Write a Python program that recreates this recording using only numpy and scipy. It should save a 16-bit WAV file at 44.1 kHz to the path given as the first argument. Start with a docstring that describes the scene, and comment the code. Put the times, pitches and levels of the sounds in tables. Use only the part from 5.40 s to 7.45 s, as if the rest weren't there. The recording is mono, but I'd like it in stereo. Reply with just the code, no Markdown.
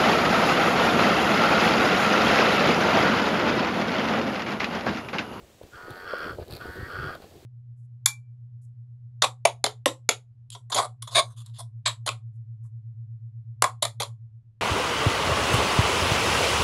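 """A large scavenging bird rasps twice: a steady low buzz of partials breaks into a rough croak, made of
slaps and breath ringing in the throat. Other birds squabble around it on dry ground a few metres away.
Bones knock and feathers snap as short ringing tones with bright cracks; wings and claws scrape as gritty
noise; bodies shuffle as soft knocks and feathers rustle as dense grains. Gusts thud on the two microphone
ports as lumpy low noise, over a smooth distant ambience."""
import sys
import numpy as np
from scipy import signal
from scipy.fft import rfft, irfft
from scipy.io import wavfile
from scipy.ndimage import uniform_filter1d

SR = 44100
rng = np.random.default_rng(int(sys.argv[2]) if len(sys.argv) > 2 else 0)


def unload_audio(sound):
    """Save the sound as a 16-bit wav file, at the path given as the first command line argument."""
    columns = np.transpose(np.atleast_2d(sound))
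    # keep every value between -1 and 1, then stretch to whole-number steps
    steps = np.round(np.clip(columns, -1, 1) * 32767)
    wavfile.write(sys.argv[1], SR, steps.astype(np.int16))


def volts(x):
    """Linear amplitude factor 10**(x/20) for a level x in dB, scalar or array-like."""
    e = np.asarray(x, float) / 20
    return 10 ** e


N = 90404
T = np.arange(N) / SR
HZ = np.fft.rfftfreq(N, 1 / SR)

# The two rasps, before one common lift: [t/s, pitch f/Hz, level/dB]
RASP_CALLS = [
    [(0.31, 87.15, -85), (0.32, 87.27, -54), (0.352, 87.58, -45), (0.434, 90.62, -44.5),
     (0.65, 91.98, -42.5), (0.698, 90.8, -35.5), (0.796, 78.6, -36.5), (0.842, 78.43, -34.5),
     (0.88, 79.27, -37.5), (0.91, 75.97, -37.5), (0.938, 73.2, -50.5), (0.955, 71.53, -50)],
    [(1.19, 93.21, -59.5), (1.214, 92.53, -39), (1.242, 91.34, -42), (1.44, 93.8, -43.5),
     (1.504, 97.5, -41), (1.54, 94.02, -37), (1.558, 93.47, -36.5), (1.662, 93.82, -36), (1.686, 92.4, -36),
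     (1.726, 88.48, -39.5), (1.748, 90.6, -40.5), (1.79, 89.1, -73)],
]
# Roughness of the voice: [t/s, roughness/0-1]
ROUGHNESS = [(.3, .8), (.345, .5), (.37, .12), (.42, .05), (.6, .05), (.65, .14), (.67, .6), (.75, .5),
             (.77, .22), (.86, .22), (.89, .5), (.96, .5), (1.19, .8), (1.22, .5), (1.24, .08), (1.44, .05),
             (1.485, .15), (1.51, .6), (1.8, .6)]
# Membrane slaps in each cycle, before shimmer: [position/share of a cycle, level/dB]
MEMBRANE_SLAPS = [(0, 4.5), (0.298, 0.5), (0.548, 3), (.78, 0.5)]
# Throat resonances: [f/Hz, width of one filter pass/Hz, level when steady/dB, level when rough/dB]
THROAT_RESONANCES = [(499, 225, -9, -5.5), (881, 180, -17, -8.5), (1113, 340, -3, -0.5),
                     (1275, 194, -18, 6), (1474, 163, -14, 7), (1625, 106, -7, -3.5),
                     (1810, 112, -10.5, -9.5), (2270, 1500, -27.5, -23.5), (3297, 440, -20, -13),
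                     (4506, 910, -22, -18), (5260, 720, -26, -20.5)]
# Partials of the steady buzz, before wavering: [multiple of the pitch, level/dB]
BUZZ_PARTIALS = [(7, -19), (8, -17), (9, -16), (10, -8), (11, -1.5), (12, -2.5), (13, -6), (14, -.5),
                 (15, -9), (16, 0.5), (17, -9), (18, -13), (19, -9), (20, -8), (21, -23), (22, -18),
                 (23, -19), (24, -27)]
# Hollow knocks of bone on stone, before a common lag and the ports: [t/s, level/dB, f/Hz]
BONE_KNOCKS = [(0.212, -33.5, 533), (0.234, -37, 394), (0.248, -43.5, 338), (0.48, -33.5, 500),
               (0.499, -31.5, 360), (0.734, -18.5, 545), (0.863, -33, 402), (0.985, -25.5, 511),
               (1.136, -37.5, 347), (1.171, -36, 420), (1.254, -31.5, 394.6), (1.285, -33, 400),
               (1.752, -33, 617.4)]
# Feather and twig snaps, before the ports: [t/s, level/dB, f/Hz]
FEATHER_SNAPS = [(0.096, -60, 3000), (0.233, -42.5, 3420), (0.273, -53, 4700), (0.5064, -34, 3380),
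                 (0.5688, -45, 4300), (0.7846, -36.5, 3032), (1.0814, -41.5, 3883), (1.1034, -46, 4330),
                 (1.1094, -34.5, 4450), (1.1154, -43, 3870), (1.1246, -29, 3600), (1.1363, -31, 4270),
                 (1.152, -32, 4510), (1.1645, -33.5, 4216), (1.169, -32.5, 4100), (1.3597, -43, 3643),
                 (1.7521, -36.5, 3400), (1.8207, -42.5, 4170), (1.835, -54, 4630)]
# Dry scrapes of wing and claw, before the ports: [start t/s, length/s, level/dB]
SCRAPE_STROKES = [(0.22, 0.028, -55), (0.472, 0.061, -49.5), (0.994, .045, -47), (1.095, 0.098, -46.5),
                  (1.194, 0.08, -52), (1.741, .025, -46.5), (1.809, 0.045, -50.5)]
# Tone colour of the scrapes: [f/Hz, level/dB]
SCRAPE_SPECTRUM = [(300, -43), (700, 2.5), (1300, 6.5), (2500, 5), (3400, -4), (4300, -6), (5200, -12),
                   (6500, -42), (16000, -59)]
# Bodies shuffling among bones, before a common trim: [t/s, level/dB]
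SCUFFLE_LEVEL = [(0.0, -55), (0.02, -56), (0.19, -68), (0.21, -57.5), (0.25, -48.5), (0.28, -57),
                 (0.33, -60), (0.47, -50), (0.5, -40), (0.51, -42.5), (0.54, -53), (0.56, -44.5),
                 (0.6, -49), (0.63, -45), (0.68, -48), (0.74, -44), (0.76, -42.5), (0.8, -46),
                 (0.87, -39.5), (0.96, -47.5), (0.99, -38), (1.03, -44.5), (1.05, -50), (1.12, -40.5),
                 (1.23, -49.5), (1.25, -48.5), (1.31, -46.5), (1.33, -52), (1.37, -41.5), (1.42, -47.5),
                 (1.49, -49), (1.58, -45.5), (1.62, -58.5), (1.69, -40), (1.76, -52), (1.78, -49),
                 (1.86, -49), (1.89, -59.5), (1.97, -50.5), (2.05, -61)]
# Feathers and scuffling feet, relative to the loudest row and before stretching: [t/s, level/dB]
RUSTLE_LEVEL = [(0.0, -70), (0.04, -66), (0.22, -93), (0.23, -64), (0.24, -60), (0.28, -61), (0.28, -66.5),
                (0.56, -52), (0.66, -55.5), (0.88, -50.5), (0.95, -55.5), (1.1, -55), (1.11, -47),
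                (1.16, -48), (1.17, -53), (1.18, -51), (1.73, -53), (1.76, -52), (1.76, -56.5), (1.87, -58),
                (2.03, -59.5), (2.05, -76)]
# Tone colour of the rustle: [f/Hz, level/dB]
RUSTLE_SPECTRUM = [(1500, -34), (3000, -12), (4600, -5.5), (6200, -34.5), (8000, -27.5), (11000, -17),
                   (13500, -12.5), (15700, -22)]
# Wind on the ports, before trim and chance swings: [t/s, level/dB]
GUST_LEVEL = [(0.0, -59), (0.03, -46.5), (0.2, -63.5), (0.24, -40), (0.26, -58.5), (0.28, -67),
              (0.35, -51.5), (0.39, -70), (0.44, -47.5), (0.47, -59), (0.51, -35), (0.57, -67), (0.63, -48),
              (0.82, -63.5), (0.84, -45), (0.87, -50), (0.91, -35.5), (0.97, -57), (1.0, -33.5),
              (1.03, -36), (1.06, -62), (1.12, -35), (1.18, -57), (1.23, -55), (1.31, -37), (1.33, -56),
              (1.39, -38.5), (1.43, -39.5), (1.45, -44.5), (1.52, -50.5), (1.55, -38), (1.65, -37),
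              (1.69, -45), (1.82, -54.5), (1.84, -47), (2.05, -58)]
# Tone colour of the wind: [f/Hz, level/dB]
GUST_SPECTRUM = [(15, -23), (25, -23), (75, 6.5), (119, 4.5), (222, -13), (300, -9.5), (390, 0),
                 (660, -120)]
# Tone colour of the distant ambience: [f/Hz, level/dB]
AIR_SPECTRUM = [(88, -43), (150, -3), (210, 7), (436, 4), (700, 2.5), (1400, -1.5), (2300, -2.5),
                (3800, -2.5), (6000, -12), (9000, -22), (13000, -15), (15700, -12)]
# Ambience, left over right; the rustle uses part of this: [f/Hz, level/dB]
AIR_LEFT_OVER_RIGHT = [(150, -2), (400, -.5), (2400, 0), (4400, 3), (8000, 32.5), (15000, 4)]
# How alike the ambience is at the two ports: [f/Hz, likeness/0-1]
AIR_LIKENESS = [(150, 1), (400, 0.94), (1000, 0), (15000, 0)]
# Phase lead of the left port for the calling bird: [f/Hz, lead/radians]
LEFT_PHASE_LEAD = [(0, 0), (600, .6), (900, 3.3), (1640, 4.5), (1890, 6.4), (2700, 7.4), (3360, 7.9),
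                   (3800, 9.2), (4400, 13.2), (6000, 18.3), (16000, 47)]
# Left port over right port for the birds: [f/Hz, level/dB]
LEFT_OVER_RIGHT = [(150, -11), (330, 5), (770, -5), (1200, -0.5), (1800, 1.2), (2700, 4.5), (4200, -3.5),
                   (8000, 18.5)]
# Echoes from ground and rocks, before the split between ports: [delay t/s, level/dB]
GROUND_ECHOES = [(.0045, -14), (.011, -16), (.023, -19), (.041, -23)]

# At full roughness: cycle timing spread (share of a cycle), slap level spread, breath against the slaps
JITTER, SHIMMER_DB, BREATH_DB = 0.1, 5, -3
STEADY_UNDER = 0.2  # the buzz fades out as roughness climbs to this
ODD_CYCLE_DB = 5  # every other cycle is stronger while the voice is steady
PUFF_ABOVE_HZ, PUFF_DECAY, PUFF_CLICK_DB = 2000, 2.8, -8  # decay is per cycle
BUZZ_DB, BUZZ_WAVER_DB = 1.5, 2  # buzz against the croak; spread of each partial
BRIGHTEN_DB, MEAN_PITCH_HZ = 0.3, 92.5  # per partial number and Hz of pitch
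WAVER_HZ, AIR_WAVER_DB = 4, 0.7  # slow wavering of partials and ambience
KNOCK_T60_S, KNOCK_UPPER, KNOCK_UPPER_DB, KNOCK_LAG_S = 0.0098, 1.665, -10.5, 0.0011
SNAP_T60_S, CRACK_T60_S, CRACK_DB, CRACK_LEFT_DB = 0.0025, 0.0046, -2.5, 5
SCUFFLE_PER_S, SCUFFLE_DB = 400, -2
RUSTLE_DB, RUSTLE_SWING, GRAINS_PER_S = -50, 1.24, 1700  # swing stretches the level table
GUST_ALIKE, GUST_LEFT_DB = 0.5, -4  # likeness 0-1; left over right
AIR_DB = -56.5
BODY_LEAD = 0.51  # moving bodies are nearer the middle: share of the caller's phase lead
CUTOFF_HZ = 15750
HALF_EACH = np.array([[0.5], [-0.5]])  # splits a left-over-right level between the ports


def rms_one(x):
    """Scale to rms 1."""
    return x / np.sqrt(np.mean(x ** 2) + 1e-20)


def in_time(rows):
    """Join the rows of a table into smooth lines over time, one per column."""
    t, *columns = np.transpose(rows)
    return [np.interp(T, t, column) for column in columns]


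def at_hz(points):
    """Read a table at every frequency, on a log-frequency axis."""
    points = np.array(points)
    return np.interp(np.log(HZ + 1), np.log(points[:, 0]), points[:, 1])


def shape(x, gain):
    """Filter by a gain per frequency."""
    return irfft(rfft(x) * gain, N)


def drift(rate):
    """Slow random movement with spread 1: noise smoothed by two equal poles at rate Hz."""
    r = np.exp(-2 * np.pi * rate / SR)
    smooth = signal.lfilter([1], [1, -2 * r, r * r], rng.standard_normal(N + SR))
    return rms_one(smooth[SR:])  # skip the filter's start


def ring(x, hz, t60):
    """Each unit click starts a dying sine of starting height 1, down 60 dB after t60 seconds."""
    r, w = volts(-60 / (t60 * SR)), 2 * np.pi * hz / SR
    return signal.lfilter([0, np.sin(w)], [1, -2 * r * np.cos(w), r * r], x + 1e-18)


def resonance(x, hz, width_hz):
    """Let a band through with gain near 1 at its top, applied twice for steeper sides."""
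    r = np.exp(-np.pi * width_hz / SR)
    b = (1 - r * r) / 2 * np.array([1, 0, -1])
    a = [1, -2 * r * np.cos(2 * np.pi * hz / SR), r * r]
    return signal.lfilter(b, a, signal.lfilter(b, a, x))


def random_clicks(rate, spread_db):
    """Clicks at random times, about rate per second, of random size and sign."""
    size = volts(spread_db * np.minimum(rng.exponential(1, N), 4))
    return (rng.random(N) < rate / SR) * size * rng.choice([-1, 1], N)


def grains(rate, low_hz, high_hz, cycles, spread_db):
    """Random clicks dealt to 16 small resonators, each dying over a few cycles; rms 1."""
    clicks = random_clicks(rate, spread_db)
    dealt = rng.integers(0, 16, N)
    pitches = np.geomspace(low_hz, high_hz, 16)
    return rms_one(sum(ring(clicks * (dealt == k), hz, cycles / hz) for k, hz in enumerate(pitches)))


def pair(alike):
    """Spectra of two noises that share a common part."""
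    mid, side = rfft(rng.standard_normal((2, N)))
    alike = np.clip(alike, 0, 0.99)
    return np.sqrt(1 + alike) * mid + np.sqrt(1 - alike) * side * [[1], [-1]]


def slaps(phase, rough, steady):
    """Membranes slap several times a cycle; roughness makes the slap sizes uneven."""
    pulses = np.zeros(N)
    cycle = np.arange(1, int(phase[-1]))
    for share, db in MEMBRANE_SLAPS:
        at = np.interp(cycle + share, np.maximum.accumulate(phase), np.arange(N))
        i = at.astype(int)
        shimmer_db = SHIMMER_DB * rough[i] * rng.standard_normal(len(i))
        size = volts(db + shimmer_db + ODD_CYCLE_DB * (cycle % 2) * steady[i])
        # share each slap between the two nearest samples
        np.add.at(pulses, i, size * (1 - at + i))
        np.add.at(pulses, i + 1, size * (at - i))
    return rms_one(pulses)


def croak(phase, rough, steady):
    """Slaps and breath excite the throat; its high resonances ring on one puff of air a cycle."""
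    breath = rms_one(np.exp(-3.0 * (phase % 1)) * rng.standard_normal(N))
    source = slaps(phase, rough, steady) + volts(BREATH_DB) * rough * breath
    puff_size = np.exp(-PUFF_DECAY * (phase % 1)) * volts(ODD_CYCLE_DB * (phase % 2 > 1) * steady)
    puffs = rms_one(puff_size * rng.standard_normal(N)) + volts(PUFF_CLICK_DB) * source
    out = np.zeros(N)
    for k, (hz, width, steady_db, rough_db) in enumerate(THROAT_RESONANCES):
        band = resonance(puffs if hz > PUFF_ABOVE_HZ else source, hz, width)
        out += (-1) ** k * band * volts(rough_db + (steady_db - rough_db) * steady)
    return rms_one(out)


def buzz(phase, pitch):
    """Wavering sines at multiples of the pitch; the tone brightens as the pitch climbs."""
    out = np.zeros(N)
    climb = np.clip(pitch - MEAN_PITCH_HZ, -2, 1)
    for k, db in BUZZ_PARTIALS:
        size = volts(db + BUZZ_WAVER_DB * drift(WAVER_HZ) + BRIGHTEN_DB * (k - 14) * climb)
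        out += size * np.sin(2 * np.pi * (k * phase + rng.random()))
    return rms_one(out)


def rasp():
    """One voice: roughness shakes the cycle timing and turns the steady buzz into a croak."""
    pitch, level_db = in_time(np.vstack(RASP_CALLS))
    rough, = in_time(ROUGHNESS)
    phase = np.cumsum(pitch) / SR + JITTER * rough * drift(29.24)  # counted in cycles
    steady = np.clip(1.5 * (1 - rough / STEADY_UNDER), 0, 1)
    voice = croak(phase, rough, steady) + volts(BUZZ_DB) * steady * buzz(phase, pitch)
    # even out the loudness first, so the level table sets it
    voice = voice / np.sqrt(uniform_filter1d(voice ** 2, size=2600) + 1e-12)
    sounding = sum((T > call[0][0]) & (T < call[-1][0]) for call in RASP_CALLS)
    return voice * volts(level_db + 6.5) * sounding


def blows(rows, t60, upper, upper_db):
    """Each blow rings a body at its pitch and one other partial, swelling briefly, then dying away."""
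    out, t = np.zeros(N + SR), np.arange(SR // 10) / SR
    swell = t / t60 * volts(-60 * t / t60)
    for s, db, hz in rows:
        tone = np.sin(2 * np.pi * hz * t) + volts(upper_db) * np.sin(2 * np.pi * hz * upper * t)
        start = int(s * SR)
        out[start:start + len(t)] += volts(db) * tone * swell / swell.max()
    return out[:N]


def knocks():
    """Bone on stone: a hollow low tone with a fainter partial above it."""
    rows = [(s + KNOCK_LAG_S, db, hz) for s, db, hz in BONE_KNOCKS]
    return blows(rows, KNOCK_T60_S, KNOCK_UPPER, KNOCK_UPPER_DB)


def snaps():
    """Feathers and twigs: a very short high tone with a partial about an octave below."""
    return blows(FEATHER_SNAPS, SNAP_T60_S, 0.52, -0.5)


def cracks():
    """The bright edge of each snap: fast-dying treble noise, separate in each port."""
    fade = np.zeros(N)
    for s, db, _ in FEATHER_SNAPS:
        fade += volts(db + CRACK_DB - 60 * np.maximum(T - s, 0) / CRACK_T60_S) * (T > s)
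    treble = signal.butter(2, 7500, "high", fs=SR, output="sos")
    bright = signal.sosfilt(treble, rng.standard_normal((2, N)))
    return fade * bright * volts(CRACK_LEFT_DB * HALF_EACH)


def scrapes():
    """Wing and claw strokes: random clicks mixed with noise, faded in and out."""
    stroke = np.zeros(N)
    for s, length, db in SCRAPE_STROKES:
        stroke += volts(db) * np.clip(np.minimum(T - s, s + length - T) / 0.0082, 0, 1)
    grit = rms_one(random_clicks(1200, 3.6)) + 2.1 * rng.standard_normal(N)
    return stroke * rms_one(shape(grit, volts(at_hz(SCRAPE_SPECTRUM))))


def scuffle():
    """Bodies shuffling among bones: many soft low knocks."""
    level_db, = in_time(SCUFFLE_LEVEL)
    return grains(SCUFFLE_PER_S, 350, 772, 8.7, 2.86) * volts(level_db + SCUFFLE_DB)


def rustle():
    """Feathers and feet: dense dry grains and noise whose level swings with the birds' movement."""
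    level_db, = in_time(RUSTLE_LEVEL)
    out = []
    for side in (1, -1):  # left, right
        fine = grains(GRAINS_PER_S, 2900, 22500, 3.8, 4.5) + 1.2 * rng.standard_normal(N)
        colour_db = at_hz(RUSTLE_SPECTRUM) + side * at_hz(AIR_LEFT_OVER_RIGHT) * 0.36
        out.append(shape(fine, volts(colour_db)))
    return rms_one(np.array(out)) * volts(RUSTLE_DB + RUSTLE_SWING * (level_db - level_db.max()))


def gusts():
    """Wind thuds on the ports: lumpy low noise, stronger on the right."""
    level_db, = in_time(GUST_LEVEL)
    low = rms_one(irfft(pair(GUST_ALIKE) * volts(at_hz(GUST_SPECTRUM)), N))
    return low * volts(level_db - 2.0 + 4.0 * drift(14) + GUST_LEFT_DB * HALF_EACH)


def air():
    """Distant ambience: smooth noise, alike at both ports in the bass only, wavering slowly."""
    colour_db = at_hz(AIR_SPECTRUM) + at_hz(AIR_LEFT_OVER_RIGHT) * HALF_EACH
    noise = rms_one(irfft(pair(at_hz(AIR_LIKENESS)) * volts(colour_db), N))
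    return noise * volts(AIR_DB + AIR_WAVER_DB * drift(WAVER_HZ))


def ports(x, lead):
    """Direct sound reaches the left port first; echo delays differ between the sides."""
    turn = lead * np.interp(HZ, *np.transpose(LEFT_PHASE_LEAD))
    out = []
    for side in (1, -1):  # left, right
        direct = np.exp(-1j * turn * (side < 0))
        stretch = 1 + 0.08 * side
        echoes = sum(volts(db) * np.exp(-2j * np.pi * HZ * s * stretch) for s, db in GROUND_ECHOES)
        out.append(shape(x, (direct + echoes) * volts(side * at_hz(LEFT_OVER_RIGHT) / 2)))
    return np.array(out)


def scene():
    """Add up all sources at the two ports."""
    bodies = knocks() + snaps() + scrapes() + scuffle()
    birds = ports(rasp(), 1) + ports(bodies, BODY_LEAD)
    return birds + cracks() + rustle() + gusts() + air()


def roll_off(x):
    """The treble ends steeply here."""
    return signal.sosfilt(signal.butter(12, 15740, fs=SR, output="sos"), x)


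def record(dry):
    """Cut everything above the top frequency and finish the mix."""
    finished = shape(dry, HZ < CUTOFF_HZ)
    return roll_off(finished)


dry = scene()
out = record(dry)
unload_audio(out)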